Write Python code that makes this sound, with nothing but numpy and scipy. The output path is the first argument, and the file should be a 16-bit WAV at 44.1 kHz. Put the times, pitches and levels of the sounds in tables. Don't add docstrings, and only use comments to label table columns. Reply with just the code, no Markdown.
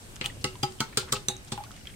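import sys
import numpy as np
from scipy import signal
from scipy.io import wavfile
from scipy.ndimage import uniform_filter1d

SR = 44100
rng = np.random.default_rng(int(sys.argv[2]) if len(sys.argv) > 2 else 0)


def wrap_up_sound(samples):
    columns = np.atleast_2d(samples).T
    tamed = np.clip(columns, -1, 1)
    steps = np.round(tamed * 32767).astype(np.int16)
    wavfile.write(sys.argv[1], SR, steps)


def gain_from_db(level_db):
    decades = np.asarray(level_db, float) / 20
    return 10 ** decades


N = 85995
TIME = np.arange(N) / SR

# start in seconds, levels in dB of the crack, the table thump,
# the lower bowl tone and the upper bowl tone.
STROKES = [(0.2117, -14.5, -34.5, -51, -47), (.2405, -26, -48, -41.5, -45), (0.2586, -21, -49, -43.5, -79),
           (0.4423, -11.5, -30, -35, -33), (0.632, -14, -29, -21, -31), (0.8045, -6.5, -27.5, -56, -36),
           (.972, -6, -33, -47, -34.5), (1.125, -8, -32, -46, -42), (1.284, -10.5, -34.5, -46, -45.5),
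           (1.521, -14.5, -33.5, -39.5, -51), (1.5762, -26.5, -51, -34.5, -46.5)]
# pitch in Hz, level in dB under the crack,
# time the wires take to land in seconds, level of the deep bowl tone in dB.
WIRE_LOOPS = [(3400, -24, 0.0015, -0.5), (2940, -7, 0.00074, -16), (3400, -2.5, 0.0002, -21),
              (1930, -32, 0.0014, 4), (4950, -3, 0.0034, -0.5), (3260, -23, 0.0029, -11),
              (4740, -34, 0.00093, 3.5), (3140, -17, 0.0034, 1), (3750, -1, 0.00082, 1.5),
              (3500, -11.5, 0.0027, -1.3), (3530, -32, 0.0016, -6)]
STROKE_S = np.array(STROKES)[:, 0]
LIGHT_LAG = 1


def rms_one(x):
    return x / np.sqrt(np.mean(x ** 2) + 1e-20)


def at_hz(points, hz):
    table_hz, values = np.array(points).T
    return np.interp(np.log(hz), np.log(table_hz), values)


def band_pass(low_hz, high_hz):
    return signal.butter(2, [low_hz, high_hz], "band", fs=SR, output="sos")


def bands(low_hz, count):
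    edges = np.geomspace(low_hz, 18000, count + 1)
    return [(np.sqrt(a * b), band_pass(a, b)) for a, b in zip(edges, edges[1:])]


def drift(rate_hz):
    r = np.exp(-80 * np.pi * rate_hz / SR)
    noise = rng.standard_normal(N // 40 + 2002)
    slow = signal.lfilter([1], [1, -2 * r, r * r], noise)[2000:]
    return np.interp(np.arange(N) / 40, np.arange(len(slow)), rms_one(slow))


def ring(clicks, hz, t60):
    r, w = gain_from_db(-60 / (t60 * SR)), 2 * np.pi * hz / SR
    return signal.lfilter([0, np.sin(w)], [1, -2 * r * np.cos(w), r * r], clicks + 1e-18)


def delay_left(x, lag):
    return np.array([x[0][np.maximum(np.arange(N) - lag, 0)], x[1]])


def floor():
    # frequency in Hz, density in dB per Hz.
    floor_colour = [(15, -2), (25, 5), (126, 1.5), (458, -11), (1210, -18), (1380, -15.5), (6240, -20.5),
                    (8400, -23.5), (15600, -30)]
    # frequency in Hz, left-right likeness as a share.
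    likeness = [(60, 0.45), (180, 0.92), (550, 0.31), (1650, -0.44), (4970, 0.059), (15000, -0.18)]
    out, white = 0, rng.standard_normal((2, 2, N))
    for k, (hz, sos) in enumerate(bands(19.2, count=20)):
        mid, side = signal.sosfilt(sos, white[k % 2])
        alike = np.clip(at_hz(likeness, hz), -1, 1)
        pair = np.sqrt(1 + alike) * mid + np.sqrt(1 - alike) * side * [[1], [-1]]
        out = out + gain_from_db(at_hz(floor_colour, hz) + 1.52 * drift(3.6)) * pair
    top_cut = signal.cheby2(8, 30, 16400, fs=SR, output="sos")
    return signal.sosfilt(top_cut, gain_from_db(-47.5) * rms_one(out))


def kitchen(x):
    # frequency in Hz, decay time t60 in seconds.
    room_t60 = [(200, 0.56), (560, 0.43), (1470, 0.28), (3880, 0.21), (10200, 0.15)]
    room_db, rise_s, echo_s, echo_db = -5.5, 0.0014, 0.0082, -12.5
    t = np.arange(SR // 2) / SR
    white = rng.standard_normal((2, 2, len(t)))
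    tail = 0
    for k, (hz, sos) in enumerate(bands(163.7, count=14)):
        tail = tail + signal.sosfilt(sos, white[k % 2]) * gain_from_db(-60 * t / at_hz(room_t60, hz))
    tail = tail * (1 - np.exp(-(t / rise_s) ** 2))
    tail = gain_from_db(room_db) * tail / np.sqrt(np.sum(tail ** 2) / 2)
    tail[:, int(echo_s * SR)] += gain_from_db(echo_db)
    return signal.fftconvolve(x, tail, axes=1)[:, :N]


def slosh():
    # time in seconds, level in dB.
    stir = [(0.0, -61), (0.298, -49), (0.374, -53), (0.738, -56.5), (1.012, -56.5), (1.156, -44.5),
            (1.314, -65), (1.824, -60.5), (1.95, -77)]
    bubbles_per_s, bubble_cycles, bubbles_db, lap_db = 180, 2.3, -11, -1.5
    stir_s, stir_db = np.transpose(stir)
    vigour = gain_from_db(np.interp(TIME, stir_s, stir_db))
    sizes = gain_from_db(4.9 * np.minimum(rng.exponential(1, N), 4)) * rng.choice([-1, 1], N)
    born = rng.random(N) < bubbles_per_s * gain_from_db(5 * drift(8)) / SR
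    dealt, side = rng.integers(0, 16, N), rng.uniform(0.076, 1, (2, N))
    pops = 0
    for k, hz in enumerate(np.geomspace(400, 6000, 16)):
        pops = pops + ring(side * sizes * born * (dealt == k), hz, bubble_cycles / hz)
    pops = rms_one(signal.lfilter([1], [1, -0.8], pops))
    lap = ring(rng.standard_normal(N), 105, 0.063) + 0.3 * ring(rng.standard_normal(N), 212, 0.047)
    return vigour * (gain_from_db(bubbles_db) * pops + gain_from_db(lap_db + 4.1 * drift(3.0)) * rms_one(lap))


def rustle():
    # time in seconds, level in dB, centre in Hz, length in seconds.
    rustles = [(0.42, -52.5, 4560, 0.0078), (.556, -50.5, 3000, 0.0054), (0.934, -50.5, 1720, 0.0091),
               (1.094, -47, 1410, 0.019), (1.485, -51, 4500, 0.0086), (1.648, -52, 3000, 0.013),
               (1.77, -56.5, 2480, .03), (1.887, -51.5, 2190, .03), (1.008, -42.5, 3630, 0.028),
               (1.158, -41.5, 3520, 0.026)]
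    out = 0
    grains = rng.standard_normal((2, N)) * rng.standard_normal((2, N)) ** 2
    for s, db, hz, length in rustles:
        octave = signal.sosfilt(band_pass(hz / np.sqrt(2), hz * np.sqrt(2)), grains + grains[0])
        out = out + gain_from_db(db) * rms_one(octave) * np.exp(-((TIME - s) / length) ** 2)
    return out


def ticks():
    # start in seconds, peak in dB, pitch in Hz, length in cycles.
    light_ticks = [(0.159, -36.5, 6530, 13), (0.1638, -27, 3370, 4.5), (0.2597, -14.5, 3400, 9.7),
                   (0.4122, -46, 5270, 25), (0.5537, -41.5, 997, 16.5), (.7224, -36, 4400, 4.5),
                   (0.259, -31, 7900, 10), (.787, -46.5, 3140, 31), (0.798, -37, 3020, 13),
                   (0.928, -42, 1650, 4.3), (1.0878, -37.5, 3240, 14), (1.3663, -38.5, 6300, 30),
                   (1.4492, -39.5, 8000, 5.4), (1.4746, -41.5, 3400, 7.4), (1.4807, -48.5, 5100, 33),
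                   (1.6379, -29, 3780, 2.8), (1.577, -25.5, 890, 6.5), (1.7079, -37, 1320, 5.7),
                   (1.716, -33.5, 3750, 4.5), (1.7644, -32, 4100, 1.7), (1.604, -36, 840, 26),
                   (1.855, -34.5, 2360, 3.6), (1.8712, -31.5, 3224, 31), (1.8994, -44.5, 3200, 24),
                   (1.94, -41, 2160, 12)]
    tick_db, snap_db, roughness = 3.5, -14.5, 0.33
    out, t = np.zeros((2, N + SR)), np.arange(1800) / SR
    for s, db, hz, cycles in light_ticks:
        noise = rng.standard_normal((3, 1800))
        grain = 1 + roughness * rms_one(uniform_filter1d(noise[2], size=int(3 * SR / hz)))
        tone = np.sin(2 * np.pi * hz * t) * gain_from_db(-30 * t * hz / cycles) * grain * np.tanh(t * hz)
        snap_band = band_pass(hz / 4.6, min(hz * 1.8, 10000))
        snap = signal.sosfilt(snap_band, noise[:2] * np.exp(-t / 0.0022))
        start = int(s * SR)
        out[:, start:start + 1800] += gain_from_db(db + tick_db) * (tone + gain_from_db(snap_db) * 2 * snap)
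    return delay_left(out[:, :N], LIGHT_LAG)


def lingering():
    # start in seconds, peak in dB, pitch in Hz, decay time t60 in seconds.
    tones = [(.2130, -37, 2065, 0.11), (.2410, -27, 3050, 0.021), (.2432, -31.5, 2545, 0.043),
             (.2520, -26.5, 2980, 0.036), (.2990, -41, 1920, 0.046), (.3050, -45, 3400, 0.028),
             (.4440, -32.5, 2045, 0.082), (.4430, -22, 4150, 0.024), (.5900, -47, 987, 0.035),
             (.6330, -20, 3315, 0.02), (.6340, -32, 4830, 0.086), (.8070, -27.5, 1314, 0.14),
             (.8120, -31, 895, 0.14), (.8070, -30.5, 1459, 0.11), (.8100, -38.5, 2176, 0.16),
             (.8050, -21.5, 3150, 0.031), (.8060, -32.5, 4800, 0.027), (.9810, -31, 4790, .05),
             (.9800, -36, 3130, .07), (.9830, -32, 1397, 0.12), (1.0280, -38.5, 836, 0.054),
             (1.1260, -23, 1290, 0.079), (1.1300, -26.5, 1143, 0.065), (1.1230, -23.5, 5640, 0.028),
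             (1.1330, -23.5, 8530, 0.011), (1.1550, -36, 2696, 0.065), (1.1630, -34, 1265, .08),
             (1.1400, -39.5, 834, 0.22), (1.2845, -22, 3830, 0.021), (1.2845, -17.5, 6030, 0.027),
             (1.2880, -35.5, 3560, 0.1), (1.3000, -41.5, 3835, 0.25), (1.2850, -30, 1150, 0.031),
             (1.2980, -38, 823, 0.19), (1.2930, -42.5, 6288, 0.13), (1.5220, -37, 1410, 0.034),
             (1.6380, -39.5, 1130, 0.044), (1.6650, -45, 1440, 0.036), (1.7170, -47.5, 1290, 0.048),
             (1.7390, -49, 2970, 0.027), (1.7600, -44.5, 3130, .02), (1.8104, -45, 2900, .03),
             (1.8110, -49, 1450, 0.027), (.9740, -27.5, 430, 0.095), (1.1270, -33, 406.5, 0.23),
             (1.1320, -34.5, 507.6, 0.11)]
    roughness, rise_s = 0.78, 0.0011
    out, t = np.zeros((2, N + SR)), np.arange(8000) / SR
    for s, db, hz, t60 in tones:
        noise = rng.standard_normal((3, 8000))
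        smooth = uniform_filter1d(noise[0] + noise[1:], size=80)
        flutter = rms_one(uniform_filter1d(smooth, size=80))
        tone = np.sin(2 * np.pi * hz * t) * gain_from_db(db - 60 * t / t60) * np.tanh(t / rise_s)
        start = int(s * SR)
        out[:, start:start + 8000] += tone * (1 + roughness * np.tanh(hz / 1800) * flutter)
    return delay_left(out[:, :N], LIGHT_LAG)


def struck(modes, column, gain_db):
    rebound, rebound_s, chance_db = 0.43, 0.006, 2.5
    out, rows = np.zeros((2, N)), np.array(STROKES)
    chance = rng.standard_normal((len(rows), len(modes), 3))
    for k, (hz, level_db, t60, *pan_db) in enumerate(modes):
        clicks = np.zeros((2, N))
        for late in (0, 1):
            wait = late * rebound_s * (1 + 0.321 * np.tanh(chance[:, k, 2]))
            at = ((STROKE_S + wait) * SR).astype(int)
            clicks[late, at] = gain_from_db(rows[:, column] + gain_db + level_db + chance_db * chance[:, k, late])
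        tone = ring(clicks[0] + rebound * clicks[1], hz, t60)
        if pan_db:
            tone = (-1) ** k * tone
            turn = int(SR / hz * min(hz / 5000, 0.25))
            out += np.array([tone, np.roll(tone, turn)]) * gain_from_db([[pan_db[0] / 2], [-pan_db[0] / 2]])
        else:
            out += tone * gain_from_db([[1.3], [-1.3]])
    push = np.hanning(41)[::2] ** 2
    return signal.lfilter(push / push.sum(), 1, out)


def table_thump():
    # frequency in Hz, level in dB, decay time t60 in seconds.
    table_modes = [(114.3, -12, 0.49), (131.2, -3, 0.1), (136, -12, 0.13), (221, -6, 0.08),
                   (290, -10, 0.054)]
    low_cut = signal.butter(2, 137, "high", fs=SR, output="sos")
    return signal.sosfilt(low_cut, struck(table_modes, column=2, gain_db=5.5))


def bowl_ring():
    # frequency in Hz, level in dB, decay time t60 in seconds, left-right difference in dB.
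    deep_modes = [(373.6, -12.5, 0.32, -1), (401.7, -7, 0.035, 5.5), (502.6, -14.5, 0.12, 6.5)]
    low_modes = [(806, 2, .09, 6), (834, 1, .09, 5)]
    high_modes = [(1129, -1, 0.081, -1.3), (1296, 2, 0.16, 1.8), (1412, -1.5, 0.061, 1.8),
                  (1540, -11, 0.11, 1.3), (1935, -8, 0.048, -1.5)]
    deep = struck(deep_modes, column=2, gain_db=5.5 + np.array(WIRE_LOOPS)[:, 3])
    low = struck(low_modes, column=3, gain_db=-1.5)
    return deep + low + struck(high_modes, column=4, gain_db=-1.5)


def cracks():
    spread_s = [0.0048, 0.031, 0.0023, 0.0035, 0.0042, 0.0044, 0.0069, 0.0033, 0.0017, 0.0059, 0.00079]
    left_lag = [5, 1, 0, 4, 6, 4, 5, 7, 7, 5, 8]
    # frequency in Hz, density in dB per Hz.
    crack_colour = [(290, 26.5), (500, -9), (3290, 3.5), (4470, 7.5), (5880, 0.5), (6700, -8), (8450, -2),
                    (10500, -22), (16000, -13.5)]
    # wire colour in dB near 3.3, 5.5, 8.3 and 13 kHz.
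    wire_colour = [(6.5, -14, -2.5, -35), (-6, -8.5, -3, 6), (8.5, -23, 14, -8), (2.5, -3, 5, -1),
                   (3.5, -8, 4, 2), (-9.5, -7, -7, -2.5), (-1, -3.5, 3.5, 6), (-3, -2, 7, 6.5),
                   (0, -8.5, 14, 3), (-6, -7.5, 0, -3), (3.5, -27, 2.2, 2)]
    colour_hz = [1500, 3300, 5500, 8300, 13000]
    clicks_per_s, crack_db, chance_db, alike = 9000, -4.5, 1.5, 0.46
    rise_s, first_wire_db, loop_t60_s = 0.0007, 9, 0.022

    chance = rng.standard_normal((len(STROKES), 24))
    spray = rng.standard_normal((3, N)) * (rng.random((3, N)) < clicks_per_s / SR)
    spray = np.sqrt(alike) * spray[0] + np.sqrt(1 - alike) * spray[1:]
    spray[:, ((STROKE_S + rise_s) * SR).astype(int) + 1] = gain_from_db(first_wire_db)

    shapes = []
    for start, spread, loop in zip(STROKE_S, spread_s, WIRE_LOOPS):
        since = TIME - rise_s - start
        width = np.where(since < 0, loop[2], spread)
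        shapes.append(np.exp(-np.clip(since / width, -5, 5) ** 2))
    shapes = np.array(shapes)

    level_db, out = np.array(STROKES)[:, 1] + crack_db, 0
    for k, (hz, sos) in enumerate(bands(378.3, count=16)):
        own_db = np.array([np.interp(np.log(hz), np.log(colour_hz), (0, *row)) for row in wire_colour])
        db = level_db + at_hz(crack_colour, hz) + own_db + chance_db * chance[:, k]
        out = out + (-1) ** k * signal.sosfilt(sos, spray * (gain_from_db(db) @ shapes) + 1e-18)
    for shape, db, loop in zip(shapes, level_db, WIRE_LOOPS):
        out = out + gain_from_db(db + loop[1] - 19) * ring(spray * shape, loop[0], loop_t60_s)
    stroke = np.maximum(np.searchsorted(STROKE_S - 0.008, TIME) - 1, 0)
    return delay_left(out, np.array(left_lag)[stroke])


def scene():
    near, light, bowl = cracks(), ticks() + slosh(), bowl_ring()
    room = kitchen(near + 0.4 * light + 0.18 * bowl)
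    return near + light + bowl + table_thump() + room + floor() + lingering() + rustle()


def band_limit(x):
    return signal.sosfilt(signal.butter(12, 17160, fs=SR, output="sos"), x)


def record(dry):
    lifted = dry + signal.lfilter(*signal.iirpeak(8400, 8400 / 1490, fs=SR), dry)
    top_cut = signal.cheby2(10, 60, 17150, fs=SR, output="sos")
    return band_limit(signal.sosfilt(top_cut, lifted))


dry = scene()
out = record(dry)
wrap_up_sound(out)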